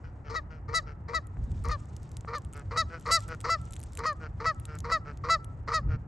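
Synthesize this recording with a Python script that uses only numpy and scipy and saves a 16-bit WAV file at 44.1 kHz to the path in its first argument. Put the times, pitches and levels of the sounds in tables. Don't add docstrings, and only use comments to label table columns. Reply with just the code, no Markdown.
import sys
import numpy as np
from scipy import signal
from scipy.io import wavfile
from scipy.ndimage import uniform_filter1d

SR = 44100
rng = np.random.default_rng(int(sys.argv[2]) if len(sys.argv) > 2 else 0)


def store_pcm(level_fs):
    pcm = np.round(np.clip(level_fs, -1, 1) * 32767).astype(np.int16)
    wavfile.write(sys.argv[1], SR, np.atleast_2d(pcm).T)


def voltage_ratio(decibels):
    exponent = np.asarray(decibels, float) / 20
    return 10 ** exponent


N = 267731

# low start [t/s], voice breaks [t/s], clear note length [s], top pitch [f/Hz], [level/dB]
HONKS = [(0.297, 0.353, 0.052, 655, -34.5), (0.683, 0.741, 0.066, 659.6, -30.5),
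         (1.083, 1.14, 0.057, 661, -30.5), (1.644, 1.707, 0.061, 621, -33),
         (2.277, 2.345, 0.047, 611.6, -35.5), (2.71, 2.767, 0.069, 654.5, -27.5),
         (3.058, 3.107, .087, 666.5, -26), (3.443, 3.492, 0.077, 671.2, -27),
         (3.985, 4.055, 0.083, 637.4, -29), (4.4, 4.455, 0.071, 654.7, -27),
         (4.843, 4.913, 0.071, 666, -26), (5.239, 5.294, 0.077, 665, -24),
         (5.677, 5.732, 0.071, 647.7, -27.5)]


def rms_one(x):
    return x / np.sqrt(np.mean(x ** 2) + 1e-20)


def butter(x, order, hz, kind="low"):
    return signal.sosfilt(signal.butter(order, hz, kind, fs=SR, output="sos"), x)


def resonance(x, hz, width_hz):
    r = np.exp(-np.pi * width_hz / SR)
    poles = [1, -2 * r * np.cos(2 * np.pi * hz / SR), r * r]
    return signal.lfilter(np.array([1, 0, -1]) * (1 - r * r) / 2, poles, x)


def in_time(rows):
    s, *columns = np.transpose(rows)
    return [np.interp(np.arange(N) / SR, s, c) for c in columns]


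def at_hz(points, hz):
    points = np.array(points)
    return np.interp(np.log(hz), np.log(points[:, 0]), points[:, 1])


def drift(rate_hz):
    r = np.exp(-80 * np.pi * rate_hz / SR)
    slow = signal.lfilter([1], [1, -2 * r, r * r], rng.standard_normal(N // 40 + 2002))[2000:]
    return np.interp(np.arange(N) / 40, np.arange(len(slow)), rms_one(slow))


def calls(tables, tail_s):
    t = np.arange(N) / SR
    gate = np.zeros(N)
    held = []
    for rows in tables:
        opening = (t - rows[0][0]) / 0.0064
        closing = (rows[-1][0] - t) / tail_s
        gate += np.clip(np.minimum(opening, closing) + 1, 0, 1)
        held += [*rows, (rows[-1][0] + tail_s, *rows[-1][1:])]
    return in_time(held), gate


def rattle(per_s, throat, jitter, uneven_db, breath, follow):
    cycle = np.cumsum(per_s * (1 + jitter * drift(90))) / SR
    third = np.floor(3 * cycle)
    slaps = np.diff(third, prepend=0) * follow ** (third % 3) * voltage_ratio(uneven_db * rng.standard_normal(N))
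    puffs = breath * np.exp(-1.8 * (cycle % 1)) * rng.standard_normal(N)
    joined = np.zeros(N)
    for k, (hz, width_hz, db) in enumerate(throat):
        rung = resonance(slaps + puffs * hz / 1500, hz, width_hz)
        rung = resonance(rung, hz, 1.64 * width_hz)
        joined += (-1) ** k * voltage_ratio(db) * rms_one(rung)
    return rms_one(butter(joined, 4, 7600))


def honk_starts():
    # pitch [f/Hz], opening [level/dB], rattle at break over note [dB],
    # gathers before break [s], open-bill hiss [dB]
    low = [(469, -38, 0.5, 0.0097, 7), (469, -43, -4.5, 0.013, 1), (475, -39, -4.5, 0.0068, 1),
           (476.4, -38, -.6, 0.014, 2.5), (474, -39.5, 2, 0.013, -5), (483, -36.5, -2.5, 0.0055, -2),
           (484.3, -32.5, -3.5, .016, 3), (482, -28.5, -3.5, 0.0089, 3), (468, -38, -1.5, 0.018, -1),
           (468, -36.5, -2.2, 0.011, -2.5), (486, -36, -5.5, 0.016, -1.2), (487, -35, -6.5, 0.0081, -0.5),
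           (471.4, -32, -0.5, 0.012, 0.8)]
    # [f/Hz], width [Hz], [level/dB]
    throat = [(562, 151, -8), (1176, 160, 8), (1955, 395, -4), (4270, 1550, -7.5), (6600, 7700, -34.5)]
    partials_db = [-3.5, -8, -18, -17, -19.5]
    open_s, snap_s = 0.0057, 0.0024
    slack_db_per_s, gather_db = -300, -3
    slackens = .45
    tables = []
    for (s, crack_s, _, _, note_db), (hz, db, rise_db, lead_s, hiss_db) in zip(HONKS, low):
        tone_db = -39 + 0.27 * (db + 34)
        gather_s = crack_s - lead_s
        slack_db = slack_db_per_s * max(gather_s - s - .02, 0)
        top_db = note_db + rise_db
        slack_s = s + 0.0023 + open_s + slackens * (gather_s - s - .015)
        rows = [(s + .003, tone_db - 8.5, db - 1.2),
                (s + 0.0048 + open_s, tone_db, db + 1.0),
                (slack_s, tone_db, db + 0.68 * slack_db),
                (gather_s - snap_s, tone_db + 0.26 * slack_db, db + slack_db),
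                (gather_s, tone_db, top_db + gather_db),
                (crack_s + .002, tone_db - 1.5, top_db)]
        tables.append([(t, hz * (.95 + .064 * (t - s) / (crack_s - s)), a, b, hiss_db) for t, a, b in rows])
    (pitch_hz, tone_db, rattle_db, hiss_db), gate = calls(tables, tail_s=.014)
    phase = 2 * np.pi * np.cumsum(pitch_hz * (1 + 0.01257 * drift(68.4))) / SR
    tone = sum(voltage_ratio(db + 2.86 * drift(180)) * np.cos(k * phase) for k, db in enumerate(partials_db, 1))
    rough = rattle(pitch_hz / 3, throat, jitter=.09, uneven_db=3, breath=.13, follow=.55)
    rough = rough + (voltage_ratio(hiss_db) - 1) * butter(rough, 2, 3300, "high")
    return gate * (np.sqrt(2) * voltage_ratio(tone_db) * tone + voltage_ratio(rattle_db + 1.0) * rough)


def honk_notes():
    partials_db = [-16.5, 0.5, -5, -22, -27.5, -12.5, -12.5, -16, -25, -23, -23.5, -35, -36, -36, -31.5,
                   -41.5, -44.5, -58.5]
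    # [share of length], [pitch factor], [share of early sag], [level/dB]
    note_shape = [(0, .98, 0.19, -8.5), (.15, .998, 0, -0.96), (.42, 1.001, 0.44, -0.5),
                  (0.678, .999, 1.08, -2), (.86, 0.917, 0.35, -4.5), (1.001, .87, .6, -18.5)]
    # early sag [%], bill towards us [dB], partial 3 [dB], 4-5 [dB], 6 [dB]
    pose = [(3.9, 0, 4, 0.49, 7), (1.1, 12, 4, 0.35, 12), (3.3, 3.5, 3, .3, 7), (5.4, -1.5, -4.5, .3, -0.5),
            (4.94, -1.5, -4, 0.28, 0), (0.88, 5.5, -1, .3, 9), (0.42, 14.5, -0.3, .3, 9.5),
            (1.1, 2.5, -2.5, .3, -2.5), (5.65, -0.3, -2, .3, -9), (2.3, -3, -0.3, 0.27, -6),
            (4.85, 2.1, .3, .3, 2.5), (0.81, 1.5, -2.5, .3, 4), (3.2, 3.5, -0.5, .3, 2)]
    aim_share = (.55, 0.87, 1.44)
    overtones_die_db = 30
    out = np.zeros(N)
    air = rms_one(resonance(resonance(rng.standard_normal(N), 3670, 4400), 4000, 4682))
    tremble = 1 + .004 * drift(150)
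    spread_rad = .05
    ragged = rms_one(butter(rng.standard_normal((3, N)), 2, [60, 330], "band"))
    share, factor, sagging, shape_db = np.transpose(note_shape)
    for (_, crack_s, length_s, hz, db), (early, facing_db, *neck_db) in zip(HONKS, pose):
        s = crack_s + share * length_s
        colour_db = [*neck_db, *np.multiply(aim_share, facing_db)]
        turn_db = np.repeat([0, *colour_db], [2, 1, 2, 1, 2, 3, 7])
        hoarse = .2 + .009 * max(665 - hz, 0)
        at = np.arange(round((s[0] - .004) * SR), round((s[-1] + 0.011) * SR))
        t = at / SR
        edge = np.clip(np.minimum(at - at[0], at[-1] - at) / (0.011 * SR), 0, 1)
        bend_hz = uniform_filter1d(np.interp(t, s, hz * (factor - sagging * early / 100)), size=300)
        level_db = uniform_filter1d(np.interp(t, s, db + shape_db), size=200)
        phase = 2 * np.pi * np.cumsum(bend_hz * tremble[at]) / SR
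        sag = np.minimum(bend_hz / bend_hz.max() - 1, 0) * (at > at[bend_hz.argmax()])
        age_s = np.maximum(t - s[1] - .01, 0)
        swell_db = (level_db - level_db.max()) * (at < at[level_db.argmax()])
        for k, partial_db in enumerate(partials_db, 1):
            sway_db = .15 * k * np.interp(at, np.linspace(at[0], at[-1], 9), rng.standard_normal(9))
            fading_db = (overtones_die_db * k - 60 * (k == 1)) * sag
            fading_db = fading_db - 30 * max(k - 7, 0) * age_s + 0.12 * k * swell_db
            flutter = 1 + hoarse * min(k / 7, 1) ** 2 * ragged[k % 3, at]
            gain = voltage_ratio(level_db + 5.0 + partial_db + turn_db[k - 1] + sway_db + fading_db)
            out[at] += edge * flutter * gain * np.cos(k * phase - spread_rad * k * k)
        break_db = 14 * np.exp(-((t - s[1] + 0.0013) / 0.02) ** 2)
        air_db = level_db.max() - 36.5 + break_db + colour_db[4] - 160 * age_s
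        out[at] += edge * voltage_ratio(air_db) * (1 + np.cos(phase)) * air[at]
    return out


def grunts():
    # start [t/s], length [s], [level/dB], fades by [dB], pulse rate [f/Hz]
    grunt_rows = [(0.038, 0.066, -52.5, 16, 164), (0.243, 0.041, -57.5, -9, 150),
                  (0.503, 0.083, -50.5, 12.5, 158), (0.863, .061, -48, 7, 152), (2.537, .08, -47, 6.5, 145),
                  (2.901, .074, -41, 8.5, 166), (3.285, .058, -38.5, 4.5, 163), (4.204, .064, -43, 3, 159),
                  (4.674, 0.091, -48, 0.5, 154), (5.052, .064, -43, 6, 149), (5.887, .068, -44.5, 3, 157)]
    # [f/Hz], width [Hz], [level/dB]
    throat = [(444, 285, -3), (1345, 320, 1), (2144, 1000, -11.5), (4840, 1800, -19.5)]
    tables = []
    for s, length_s, db, fade_db, hz in grunt_rows:
        swell = np.clip(.3 + 0.06 * (db + 46), .08, .6)
        tables.append([(s, db - 12, hz), (s + swell * length_s, db, hz), (s + length_s, db - fade_db, .96 * hz)])
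    (level_db, per_s), gate = calls(tables, tail_s=.014)
    pulses = rattle(per_s, throat, jitter=.012, uneven_db=1.2, breath=.05, follow=.3)
    opened = resonance(pulses, 3230, 960) + 0.72 * resonance(pulses, 5600, 2200)
    facing_db = -2 - 3 * np.arange(N) / SR
    return gate * voltage_ratio(level_db + 0.76) * (pulses + 1.6 * voltage_ratio(facing_db) * opened)


def aside(geese):
    # [t/s], side [left 1, right -1]
    bearing = [(0, 1), (1.2, 1), (2.3, .16), (3.2, .24), (6.07, 0.083)]
    ported = resonance(geese, 1130, 990) + 0.033 * resonance(geese, 550, 400)
    ported = ported - .5 * resonance(geese, 2100, 480)
    return in_time(bearing)[0] * ported * [[.35], [-1]]


def echoes(x):
    # delay [t/s], [level/dB]
    returns = [
        (0.091, -29.5),
        (0.114, -46),
        (.15, -37.5),
        (.185, -40.5),
        (.225, -49.5),
        (.27, -48),
    ]
    reply = np.zeros((2, round(.36 * SR)))
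    t = np.arange(1500) / SR
    for s, db in returns:
        i = round(s * SR)
        reply[:, i:i + 1500] += voltage_ratio(db - 28.5) * rng.standard_normal((2, 1500)) * np.exp(-t / 0.015)
        reply[[0, 1], [i, i + 9]] += voltage_ratio(db)
    far = resonance(resonance(x, 1320, 450), 1320, 900) + .08 * x
    near = voltage_ratio(-61.0) * rng.standard_normal(3000) * np.exp(-np.arange(3000) / SR / 0.12)
    walls = signal.fftconvolve(far[None], reply, axes=1)[:, :N]
    return walls + signal.fftconvolve(resonance(x, 6000, 3600), near)[:N]


def snaps():
    # [t/s], peak [level/dB], centre [f/Hz]
    stiff = [(1.2704, -46.5, 7640), (1.64, -43, 8040), (1.654, -45, 5610), (1.6864, -37, 5830),
             (1.9655, -41.5, 6600), (2.169, -38.5, 7900), (2.209, -44.5, 7050), (2.4487, -45, 7940),
             (2.5347, -39, 7500), (3.2052, -41, 6790), (3.2881, -41, 8045), (3.405, -38, 7380),
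             (3.4125, -42, 8040), (3.7083, -44.5, 7740), (3.724, -43, 7300), (3.739, -41, 7640),
             (3.7651, -38, 6900), (3.8016, -42.5, 7840), (3.815, -44.5, 6400), (3.8302, -40.5, 7400),
             (3.8368, -39, 7640), (3.9522, -41.5, 7260), (3.9733, -33, 7760), (3.9911, -36.5, 6220),
             (4.5986, -40.5, 9160), (4.654, -38, 8350), (4.7876, -37, 6400), (4.804, -40.5, 5897),
             (5.1737, -46, 6090), (5.445, -41.5, 8050)]
    # [t/s], peak [level/dB]
    further = [(1.44, -55), (1.517, -53.5), (1.857, -54.5), (2.0311, -52.5), (2.092, -55), (2.1166, -49),
               (2.383, -38), (2.4202, -53), (2.5277, -48), (2.5433, -49), (2.5679, -48.5), (2.5766, -46.5),
               (2.5953, -47), (2.9976, -47), (3.0104, -49), (3.0259, -52), (3.0783, -44), (3.2247, -49.5),
               (3.2805, -45), (3.3483, -47), (3.6152, -49), (3.654, -49), (3.7344, -39), (3.7558, -47),
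               (3.7943, -46), (3.9222, -52), (3.9335, -45), (4.13, -48), (4.5466, -54), (4.7534, -46.5)]
    out = np.zeros(N)
    t = np.arange(500) / SR
    breaks = [*stiff, *[(s, db, 6900 + 400 * rng.standard_normal()) for s, db in further]]
    for s, db, hz in breaks:
        burst = rng.standard_normal(500) * (np.exp(-t / 0.00023) + 0.31 * np.exp(-t / 0.0022))
        click = resonance(burst, hz + 600, 2000) + 0.29 * resonance(burst, 3200, 3000)
        i = round(s * SR) - 8
        out[i:i + 500] += voltage_ratio(db + 6.5) * click / np.abs(click).max()
    return out


def banded_noise(spectrum, patchy_db, speed_hz):
    # [f/Hz], [correlation]
    likeness = [(40, 1), (130, 0.97), (270, 0.94), (580, .6), (1230, 0.05), (2610, 0.89), (5540, 0.93)]
    lowest, highest = spectrum[0][0], spectrum[-1][0]
    edges = lowest * 2 ** np.arange(0, np.log2(highest / lowest) + .01, .5)
    edges = edges[edges < 15000]
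    white = rng.standard_normal((2, 2, N))
    out = np.zeros((2, N))
    for k, (low, high) in enumerate(zip(edges, edges[1:])):
        centre_hz = np.sqrt(low * high)
        mid, side = butter(white[k % 2], 2, [low, high], "band")
        alike = np.clip(at_hz(likeness, centre_hz), 0, 1)
        gain = voltage_ratio(at_hz(spectrum, centre_hz) + patchy_db * drift(speed_hz))
        out += gain * (np.sqrt(1 + alike) * mid + np.sqrt(1 - alike) * side * [[1], [-1]])
    return rms_one(out)


def rustle():
    # [t/s], [level/dB]
    shuffle = [(0, -91), (1.15, -96), (1.5, -80.5), (1.85, -79.5), (2.1, -84), (2.85, -83.5), (3.2, -68.5),
               (3.38, -81.5), (3.6, -76.5), (4, -80), (4.3, -90), (4.75, -81), (5, -87.5), (6.07, -94.5)]
    # [f/Hz], [level/dB]
    spectrum = [(2100, -4), (3200, -6), (4500, -9), (7000, -5.5), (9000, -10), (10000, -29.5), (12000, -45)]
    level_db = in_time(shuffle)[0] + 8.5 + 2.6 * drift(25)
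    return voltage_ratio(level_db) * banded_noise(spectrum, patchy_db=2.5, speed_hz=60)


def traffic():
    # [f/Hz], [level/dB]
    spectrum = [(15, -49), (25, -16), (60, 1.5), (92, 3), (136, -5.5), (320, -31), (420, -40.5),
                (700, -120)]
    level_db = -44.5 + .5 * np.arange(N) / SR
    return voltage_ratio(level_db + 2.5) * banded_noise(spectrum, patchy_db=2.0, speed_hz=7)


def town():
    # [f/Hz], [level/dB]
    spectrum = [(250, 4.5), (400, -5), (800, -5), (1300, -11), (1700, -16), (2200, -23), (2900, -33)]
    return voltage_ratio(-57) * butter(banded_noise(spectrum, patchy_db=0.33, speed_hz=9.6), 4, 2500)


def wind():
    # rises [t/s], full [t/s], eases [t/s], gone [t/s], [level/dB]
    gust_rows = [
        (1.29, 1.395, 1.718, 1.85, -32.5),
        (5.763, 5.867, 5.94, 6.02, -25),
    ]
    # [f/Hz], [level/dB]
    spectrum = [(28, -5.5), (55, 9), (120, -1.5), (230, -17), (450, -49.5)]
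    rows = []
    for rises, full, eases, gone, db in gust_rows:
        rows += [(rises, db - 28.5), (full, db - 1.0), (eases, db), (gone, db - 26.5)]
    return voltage_ratio(in_time(rows)[0]) * banded_noise(spectrum, patchy_db=3.5, speed_hz=12)


def bumps():
    # [t/s], peak [level/dB]
    knocks = [
        (1.37, -41),
        (2.248, -33.5),
    ]
    clicks = np.zeros(N)
    for s, db in knocks:
        clicks[round(s * SR)] = voltage_ratio(db + 27.5)
    return resonance(butter(clicks + 1e-18, 4, 2200), 460, 580)


def scene():
    geese = honk_starts() + honk_notes() + grunts()
    geese = geese - 0.74 * resonance(geese, 3533, 1000)
    lawn = snaps() + rustle()
    return geese + aside(geese) + echoes(geese) + lawn + traffic() + town() + wind() + bumps()


def band_limit(x):
    return signal.sosfilt(signal.butter(12, 12380, fs=SR, output="sos"), x)


def record(dry):
    r, c = np.exp(-np.pi * 1400 / SR), np.cos(2 * np.pi * 9900 / SR)
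    left = signal.lfilter([r * r, -2 * r * c, 1], [1, -2 * r * c, r * r], dry[0])
    top_cut = signal.cheby2(18, 60, 12450, fs=SR, output="sos")
    mix = signal.sosfilt(top_cut, [left, dry[1]])
    return band_limit(mix)


dry = scene()
out = record(dry)
store_pcm(out)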